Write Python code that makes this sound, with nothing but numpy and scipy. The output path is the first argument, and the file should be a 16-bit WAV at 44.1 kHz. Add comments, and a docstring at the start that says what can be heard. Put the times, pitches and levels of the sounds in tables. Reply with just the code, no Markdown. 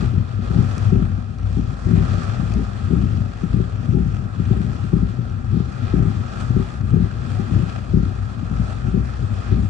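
"""Windscreen wipers knock at each turn of their sweep, about once a second there and back, in a parked car in a storm.
Each knock rings the low modes of the car body; juddering blades add quick runs of small knocks.
Filtered noise keeps the body rumbling throughout, with a wavering low boom strongest at the turns and a few rough scrapes.
Gusts drive rain on roof and glass: a grainy hiss made of noise splashes, with a few big drops ticking out of it.
A phone near the windscreen hears it all through a left and a right port."""
import sys
import numpy as np
from scipy import signal
from scipy.fft import rfft, irfft, next_fast_len
from scipy.io import wavfile
from scipy.ndimage import uniform_filter1d, minimum_filter1d

SR = 44100
rng = np.random.default_rng(int(sys.argv[2]) if len(sys.argv) > 2 else 0)


def dump(signal):
    """Clip the signal to [-1, 1] and save it as 16-bit WAV at the path in sys.argv[1]."""
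    limited = np.clip(np.atleast_2d(signal).T, -1, 1)
    pcm = np.round(limited * 32767).astype(np.int16)
    wavfile.write(sys.argv[1], SR, pcm)


N = 427329
SIZE = next_fast_len(N)  # transform length [samples]
HZ = np.maximum(np.arange(SIZE // 2 + 1) * SR / SIZE, 1)  # pitch of each bin; at least 1 for the logarithm
SWEEP_S, HARD_TURN_S = 1.0005, 0.924  # one sweep there and back; time of the first whole hard turn

# ways the car body rings: (pitch [Hz], relative knock level [dB], relative rumble level [dB],
# time to fade by 60 dB [s], relative judder level [dB])
BODY_MODES = [(59.47, -13.5, -10, 0.13, -22), (99.04, -8.5, 2.5, 0.22, -18.5),
              (122.45, -6.5, -1.5, 0.19, -9), (167.8, -0.5, -15.5, 0.14, -3.5), (199.2, -4, -9.5, 0.11, -9),
              (235.2, -5.5, -10.5, 0.083, -8), (284.4, -9, -24, 0.078, -10.5), (349.5, -2, -24, 0.063, -3),
              (384, 1.5, -25, 0.15, -3), (440.5, -3.5, -27, 0.055, -6), (510, 0.5, -29.5, .03, -10)]


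def undb(db):
    """Turn a level in dB into a gain."""
    return 10 ** (np.asarray(db) / 20)


def unit(x):
    """Scale a sound to rms 1."""
    return x / np.sqrt(np.mean(x ** 2))


def in_time(table):
    """Draw each column of a table as a curve over time, sample by sample."""
    s, *columns = np.transpose(table)
    return [np.interp(np.arange(N) / SR, s, column) for column in columns]


def each_sweep(table):
    """Draw each column as a curve that repeats with the wipers."""
    s, *columns = np.transpose(table)
    since_turn = np.arange(N) / SR - HARD_TURN_S
    return [np.interp(since_turn, s, column, period=SWEEP_S) for column in columns]


def in_pitch(table):
    """Draw each column as a curve over pitch, bin by bin."""
    hz, *columns = np.transpose(table)
    return [np.interp(np.log(HZ), np.log(hz), column) for column in columns]


def colour(x, gain):
    """Filter a sound by a complex gain for each bin."""
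    return irfft(rfft(x, SIZE) * gain, SIZE)[:N]


def ring(x, hz, t60):
    """Let one mode ring at hz whenever x pushes it, fading by 60 dB in t60 seconds."""
    pole = np.exp(2j * np.pi * hz / SR - np.log(1000) / (t60 * SR))
    return signal.lfilter([1], [1, -pole], x).imag


def spikes(s, size):
    """Place single-sample pushes at the given times."""
    out = np.zeros(N)
    at = np.clip((s * SR).astype(int), 0, N - 1)
    np.add.at(out, at, size)
    return out


def walk(rate):
    """Wander at random: levels held 1 / rate seconds, smoothed twice, with rms 1."""
    hold = int(SR / rate)
    steps = np.repeat(rng.standard_normal(N // hold + 1), hold)
    smooth = uniform_filter1d(uniform_filter1d(steps, hold), hold)
    return unit(smooth[:N])


def patter(per_s=900, spread_db=3.5, wash_db=1.5, biggest_db=20, decay_s=0.002):
    """Dense drops of uneven size splash as short noise bursts over the smooth wash of the distant ones."""
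    at, size = rng.random((30000, 2)).T
    heard = np.arange(len(at)) < per_s * N / SR
    size_db = np.minimum(-spread_db * np.log(size), biggest_db)
    hits = spikes(at * N / SR, heard * undb(size_db))
    envelope = signal.lfilter([1], [1, -np.exp(-1 / (decay_s * SR))], hits)
    splash = envelope * rng.standard_normal(N)
    return unit(splash) + undb(wash_db) * rng.standard_normal(N)


def gusty(sheets, drum_share=0.91, treble_share=1.05):
    """Half-octave bands follow the gust; flurries of drops flicker through all of them, the treble most."""
    # rain driven by gusts: (time [s], relative level [dB])
    gust_levels = [(0.06, -48), (0.12, -54), (0.27, -55.5), (0.41, -54.5), (0.45, -50), (0.68, -47.5),
                   (0.79, -48), (1.12, -54.5), (1.33, -59.5), (1.5, -55), (1.64, -55), (1.84, -53),
                   (1.9, -48.5), (2.12, -46.5), (2.3, -47.5), (2.38, -49), (3.15, -53), (3.9, -54),
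                   (4.37, -56), (4.45, -52), (4.85, -53), (4.95, -53.5), (5.45, -56.5), (5.65, -54),
                   (5.93, -49), (6.3, -50.5), (6.41, -48), (6.5, -50.5), (6.75, -51), (6.83, -56),
                   (6.99, -54), (7.05, -51.5), (7.17, -53), (7.37, -49), (7.79, -50), (7.85, -52.5),
                   (8.41, -54), (8.5, -52), (8.73, -50), (8.79, -52.5), (9.25, -52), (9.45, -49.5),
                   (9.63, -52.5)]
    level_db, = in_time(gust_levels)
    swing_db = level_db - level_db.mean()
    spectra = rfft(sheets, SIZE)
    flurry = walk(35)
    out = 0
    for octave in np.arange(0, 6.5, .5):  # octaves above 250 Hz
        band = np.clip(1 - 2 * np.abs(np.log2(HZ / 250) - octave), 0, 1)
        low = np.clip(3.5 - octave, 0, 1)  # drumming, fading out from 1.4 to 2.8 kHz
        high = np.clip(octave - 4.0, 0, 1)  # treble, coming in from 4 to 8 kHz
        extra_share = low * (drum_share - 1) + high * (treble_share - 1)
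        flicker_db = (.8 - .5 * low) * flurry + 1.12 * walk(12)
        db = level_db + extra_share * swing_db + flicker_db
        out = out + undb(db) * irfft(spectra * band, SIZE)[:, :N]
    return out


def rain():
    """Both ports share one part of the rain, shifted in phase; the right has its own part besides."""
    # tone of the rain: (pitch [Hz], relative left level [dB], relative right level [dB])
    rain_tone = [(251, 4, 2.5), (547, 1.75, -0.5), (788, 3.5, 1), (912, -10, -6), (1130, -3.5, -0.5),
                 (1215, -1, 4), (1308, 2.5, 5.5), (1412, 0, 3), (1590, -0.5, -0.5), (2190, -15.5, -15.5),
                 (2480, -9.5, -8), (2790, -13, -15.5), (3360, -11.5, -16.5), (3820, -15.5, -19.5),
                 (4180, -14, -19), (4730, -14.5, -18), (5550, -20, -21), (6600, -22, -23),
                 (7440, -19.5, -22.5), (7900, -28, -25.5), (8100, -26.5, -19.5), (8430, -37, -27.5),
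                 (9650, -35, -30.5), (10400, -39.5, -39), (10600, -48, -42.5), (12300, -50, -55.5),
                 (15700, -47.5, -54.5)]
    # how alike the ports hear it: (pitch [Hz], likeness [0-1], phase of the right [rad])
    port_likeness = [(400, .6, 1.8), (1300, .65, 1.3), (1500, .75, 3.1), (1800, .55, 4.6), (2300, .55, 7.5),
                     (2500, .7, 6.7), (2950, .05, 6), (3550, .6, 6), (3950, .1, 5.5), (4300, .3, 8),
                     (5200, .3, 11.5), (6000, .5, 12.8), (6500, .15, 11.5), (8000, .4, 7.9), (8500, .05, 6),
                     (10500, .8, 9.4)]
    shared, own = gusty(np.array([unit(patter()), unit(patter())]))
    left_db, right_db = in_pitch(rain_tone)
    alike, phase = in_pitch(port_likeness)
    alike = np.clip(alike, 0, 1)
    right = colour(shared, alike * np.exp(1j * phase)) + colour(own, np.sqrt(1 - alike ** 2))
    return undb(24) * np.array([colour(shared, undb(left_db)), colour(right, undb(right_db))])


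def drops(late_s=0.0007, tick_s=0.002):
    """Each big drop gives a short noise tick, some duller, and a brief ring of the pane, louder on the left."""
    # big single drops on the glass: (time [s], relative peak level [dB], tick fades above [Hz])
    big_drops = [(0.7794, -31.5, 8500), (1.3844, -39, 6500), (1.4117, -46, 3500), (1.4297, -41, 4000),
                 (2.5373, -34, 7500), (3.4332, -40.5, 3000), (5.2974, -41, 4500), (6.399, -40, 5000),
                 (6.8099, -41, 5000), (8.667, -43, 4500)]
    # the pane under a drop, lower tones later:
    # (pitch [Hz], level against the tick [dB], time to fade by 60 dB [s], delay [s])
    pane_modes = [(1290, -4.5, .04, 0.00301), (2460, -6.5, 0.011, .0015), (5900, -6.5, 0.01, .0005)]
    length = 400  # samples in a tick
    ticks = np.zeros(N + length)
    fade = np.exp(-np.arange(length) / SR / tick_s)
    glass = signal.butter(3, 2200, "high", fs=SR, output="sos")
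    for (s, db, dull_hz), burst in zip(big_drops, rng.standard_normal((len(big_drops), length))):
        dull = signal.butter(4, dull_hz, fs=SR, output="sos")
        tick = signal.sosfilt(np.vstack([glass, dull]), burst * fade)
        at = int((s + late_s) * SR)
        ticks[at:at + length] += undb(db) * tick / np.abs(tick).max()
    s, peak_db, _ = np.transpose(big_drops)
    pane = 0
    for hz, db, t60, delay in pane_modes:
        pane = pane + ring(spikes(s + late_s + delay, undb(peak_db + db)), hz, t60)
    return undb([[1.5], [-.5]]) * (ticks[:N] + pane)  # left, right


def scrapes(low_hz=710, high_hz=810, rough_db=1.5):
    """A narrow band of rough noise, a rasp, swells and fades."""
    # brief mid-range rasps: (middle [s], length [s], level [dB])
    rasps = [(3.98, .04, -42), (4.535, .03, -42), (4.797, .035, -41.5), (8.87, 0.047, -44)]
    t = np.arange(N) / SR
    swell = sum(undb(db) * np.exp(-((t - s) / (length / 2)) ** 2) for s, length, db in rasps)
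    rough = rng.standard_normal((2, N)) * undb(rough_db * walk(90))
    narrow = signal.butter(2, [low_hz, high_hz], "band", fs=SR, output="sos")
    return swell * unit(signal.sosfilt(narrow, rough))


def rumble():
    """Unsteady shaking keeps the body modes sounding; the lowest is a wavering boom that repeats each sweep."""
    # the boom through every sweep: (time after the hard turn [s], relative level [dB])
    boom_levels = [(.025, -21.5), (.09, -22), (.17, -36), (.26, -35), (.36, -42), (.5, -35), (.63, -23),
                   (.7, -27.5), (.78, -38), (.9, -33), (.975, -31.5)]
    # wind and wipers shaking the body: (time [s], relative rumble level [dB])
    shaking_levels = [(0.0, -17), (0.08, -26), (0.21, -20.5), (0.24, -31), (0.51, -25.5), (0.57, -18.5),
                      (0.78, -29), (0.89, -20.5), (1.53, -31), (1.59, -24.5), (1.81, -30.5), (1.86, -20),
                      (2.75, -26.5), (2.89, -20.5), (3.13, -25), (3.21, -19.5), (3.4, -34.5), (3.45, -17.5),
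                      (3.48, -28.5), (3.56, -19), (3.7, -31.5), (3.91, -20.5), (4.32, -30), (4.53, -18.5),
                      (4.56, -27), (4.75, -22.5), (5.48, -28), (5.56, -17.5), (5.61, -29.5), (6.07, -21),
                      (6.31, -28.5), (6.61, -21), (6.67, -38), (6.72, -26), (7.04, -21.5), (7.1, -30),
                      (7.26, -23.5), (7.5, -26), (7.55, -18), (7.72, -29), (7.96, -22), (8.36, -31.5),
                      (8.45, -20.5), (8.47, -32.5), (8.53, -24), (8.83, -28), (8.85, -17.5), (8.93, -31),
                      (8.98, -22), (9.17, -33.5), (9.23, -16.5), (9.28, -36), (9.31, -22.5), (9.45, -31.5),
                      (9.55, -19), (9.69, -27)]
    boom_db, = each_sweep(boom_levels)
    shaking_db, = in_time(shaking_levels)
    flutter_db = 1.3 * walk(22)  # felt by all modes together
    modes = 0
    for hz, _, db, t60, _ in BODY_MODES[1:]:
        push = rng.standard_normal(N) * undb(flutter_db + 1.75 * walk(25))
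        modes = modes + unit(ring(push, hz, t60)) * undb(db)
    boom_hz = BODY_MODES[0][0] * (1 + 0.0613 * walk(7))
    boom = np.sin(2 * np.pi * np.cumsum(boom_hz) / SR)
    weakness = np.clip((boom_db.max() - boom_db) / 12, 0, 1)
    waver_db = 3.5 * weakness * walk(14)  # the weaker, the less steady
    return undb(shaking_db) * unit(modes) + undb(boom_db + waver_db) * boom


def knocks(late_cycles=0.718, early_s=0.00502, scatter_db=2.03, upper_hz=310, judder_per_s=140,
           sag_db=-5, slip_db=-6, judder_upper_db=-13):
    """Each knock rings all modes a little differently, the low ones later through the bending panels;
    the judder of a turn is a quick run of small knocks that weakens toward its end."""
    # the loudest wiper knocks: (time [s], relative peak level [dB], upper modes against lower [dB])
    loud_knocks = [(0.136, -19, -12), (0.176, -17.5, -21.5), (0.387, -19, -14.5), (0.501, -14.5, -13.5),
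                   (0.555, -11, -19), (0.582, -8, -28.5), (0.77, -19, -15), (0.848, -28.5, -20),
                   (0.923, -5.5, -11.5), (0.954, -12, -11), (1.016, -9, -16.5), (1.18, -19.5, -29),
                   (1.499, -24.5, -18), (1.567, -17, -17), (1.589, -13, -14.5), (1.725, -22.5, -23),
                   (1.866, -13.5, -19), (1.93, -6.5, -17), (1.971, -12.5, -30), (2.137, -14.5, -12.5),
                   (2.178, -14.5, -18), (2.391, -16, -27), (2.425, -14.5, -22), (2.501, -20, -21),
                   (2.558, -12.5, -31), (2.904, -13.5, -12), (2.929, -8.5, -9.5), (2.959, -13.5, -12.5),
                   (3.029, -13, -27.5), (3.051, -14, -17), (3.177, -15, -45), (3.431, -11.5, -13.5),
                   (3.538, -9, -17), (3.565, -15.5, -14), (3.598, -12, -9.5), (3.885, -14, -18),
                   (3.946, -12.5, -14.5), (3.968, -7.5, -18.5), (3.997, -13, -20), (4.056, -14.5, -18.5),
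                   (4.252, -22.5, -21.5), (4.395, -13.5, -11.5), (4.506, -10.5, -11), (4.564, -15, -12),
                   (4.599, -12.5, -21), (4.639, -20, -29.5), (4.843, -19, -18.5), (4.931, -6.5, -9.5),
                   (4.962, -10, -12.5), (5.024, -12.5, -22), (5.185, -16.5, -15), (5.54, -11.5, -13),
                   (5.565, -13, -10.5), (5.599, -12, -14.5), (5.677, -21.5, -22.5), (5.936, -5.5, -11),
                   (5.966, -14.5, -10), (5.996, -17, -13.5), (6.022, -12, -16.5), (6.053, -16, -18),
                   (6.206, -21.5, -18.5), (6.5, -11.5, -15.5), (6.562, -8.5, -10.5), (6.595, -15.5, -7),
                   (6.936, -7.5, -10.5), (6.966, -14.5, -5.5), (6.996, -13.5, -15.5), (7.018, -11.5, -27),
                   (7.393, -16, -8.5), (7.511, -15, -17), (7.54, -16, -18.5), (7.558, -15, -9.5),
                   (7.591, -17, -11), (7.936, -7, -9.5), (7.967, -10.5, -12), (7.997, -15, -13),
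                   (8.025, -13.5, -16.5), (8.058, -17, -13), (8.425, -15.5, -20), (8.507, -18, -13),
                   (8.593, -13, -24), (8.877, -13.5, -17), (8.941, -8.5, -12), (8.971, -11, -8),
                   (8.999, -16, -22), (9.518, -10, -12.5), (9.642, -17, -28)]
    # the blades judder while they turn, hard and soft turns by turns:
    # (start [s], length [s], relative level [dB])
    judder_turns = [(-0.06, .11, -7.5), (0.534, .11, -9), (0.908, .12, -11), (1.566, 0.051, -14),
                    (1.868, .17, -7.5), (2.549, 0.076, -6), (2.905, 0.15, -9), (3.55, .13, -16.5),
                    (3.919, 0.11, -9), (4.505, .16, -15), (4.939, 0.11, -14), (5.52, 0.1, -15),
                    (5.929, .14, -8.5), (6.565, 0.05, -10.5), (6.921, .13, -10), (7.496, .15, -11),
                    (7.937, 0.12, -16), (8.514, 0.14, -16.5), (8.924, 0.11, -10), (9.505, 0.13, -12)]
    # faint knocks at random moments: how many, relative level, its spread, upper modes against lower
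    small_count, small_db = 30, -29
    small_spread_db, small_upper_db = 1, -23
    small = [(at * N / SR, small_db - small_spread_db * np.log(size), small_upper_db)
             for at, size in rng.random((small_count, 2))]
    s, peak_db, upper_db = np.transpose(np.vstack([loud_knocks, small]))
    start, length, turn_db = np.transpose(judder_turns)
    chance = rng.standard_normal((len(s), len(BODY_MODES)))
    # uneven slips of the blades, heard only during a turn
    slips = np.cumsum((.4 + 1.2 * rng.random(3000)) / judder_per_s)
    slips = slips[slips < N / SR]
    slip_chance = rng.standard_normal((3000, len(BODY_MODES)))[:len(slips)]
    done = (slips[:, None] - start) / length  # share of each turn gone by
    turning = (done > 0) * (done < 1) * undb(slip_db + sag_db * np.clip(done, 0, 1))
    out = 0
    for k, (hz, db, _, t60, judder_db) in enumerate(BODY_MODES):
        upper = hz > upper_hz
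        knock_db = peak_db + upper * upper_db + db + scatter_db * chance[:, k]
        # neighbouring modes are pushed in opposite directions
        push = spikes(s - early_s + late_cycles / hz, (-1) ** k * undb(knock_db))
        slip_gain = turning @ undb(turn_db + upper * judder_upper_db + judder_db)
        judder = spikes(slips, slip_gain * slip_chance[:, k])
        out = out + ring(push + judder, hz, t60)
    return undb(-5.0) * out


def scene():
    """Body sound is muffled above the panel modes and reaches the left port far more strongly than the right."""
    # right port against left for body sound: (pitch [Hz], gain [dB], phase [rad])
    right_port = [(25, -2, 0), (60, -4.3, -.6), (110, -9, -.75), (170, -12, -.67), (260, -13, -.4),
                  (320, -20, .4), (385, -16, 1.9), (500, -12, 1.8)]
    muffle = 1 / (1 + (HZ / 480) ** 12)
    body = undb(6.0) * colour(knocks() + rumble(), muffle)
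    gain_db, phase = in_pitch(right_port)
    body_right = colour(body, undb(gain_db) * np.exp(1j * phase))
    return np.array([body, body_right]) + rain() + drops() + scrapes()


def steep(hz, kind, x):
    """Cut sharply above (low) or below (high) a pitch: 0.2 dB ripple, 70 dB cut."""
    return signal.sosfilt(signal.ellip(8, .2, 70, hz, kind, fs=SR, output="sos"), x)


def record(dry):
    """The phone cuts the deepest bass, smoothly limits the loudest peaks, weakens the treble above 12.3 kHz
    a little and cuts it above 15.7 kHz; a gap is cut between the roll-off and 12.3 kHz."""
    low_hz, roll_off_hz = 39.7, 10718
    # a band of top treble that passes above the roll-off: from, up to, level
    air_hz, top_hz, air_db = 12300, 15700, -7
    x = signal.sosfilt(signal.butter(6, low_hz, "high", fs=SR, output="sos"), dry)
    peak = np.abs(x).max(axis=0)
    headroom = np.minimum(1, .9 / np.maximum(peak, 1e-6))
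    x = x * uniform_filter1d(minimum_filter1d(headroom, size=600), size=600)
    air = undb(air_db) * steep(air_hz, "high", x)
    return steep(top_hz, "low", steep(roll_off_hz, "low", x) + air)


dry = scene()
out = record(dry)
dump(out)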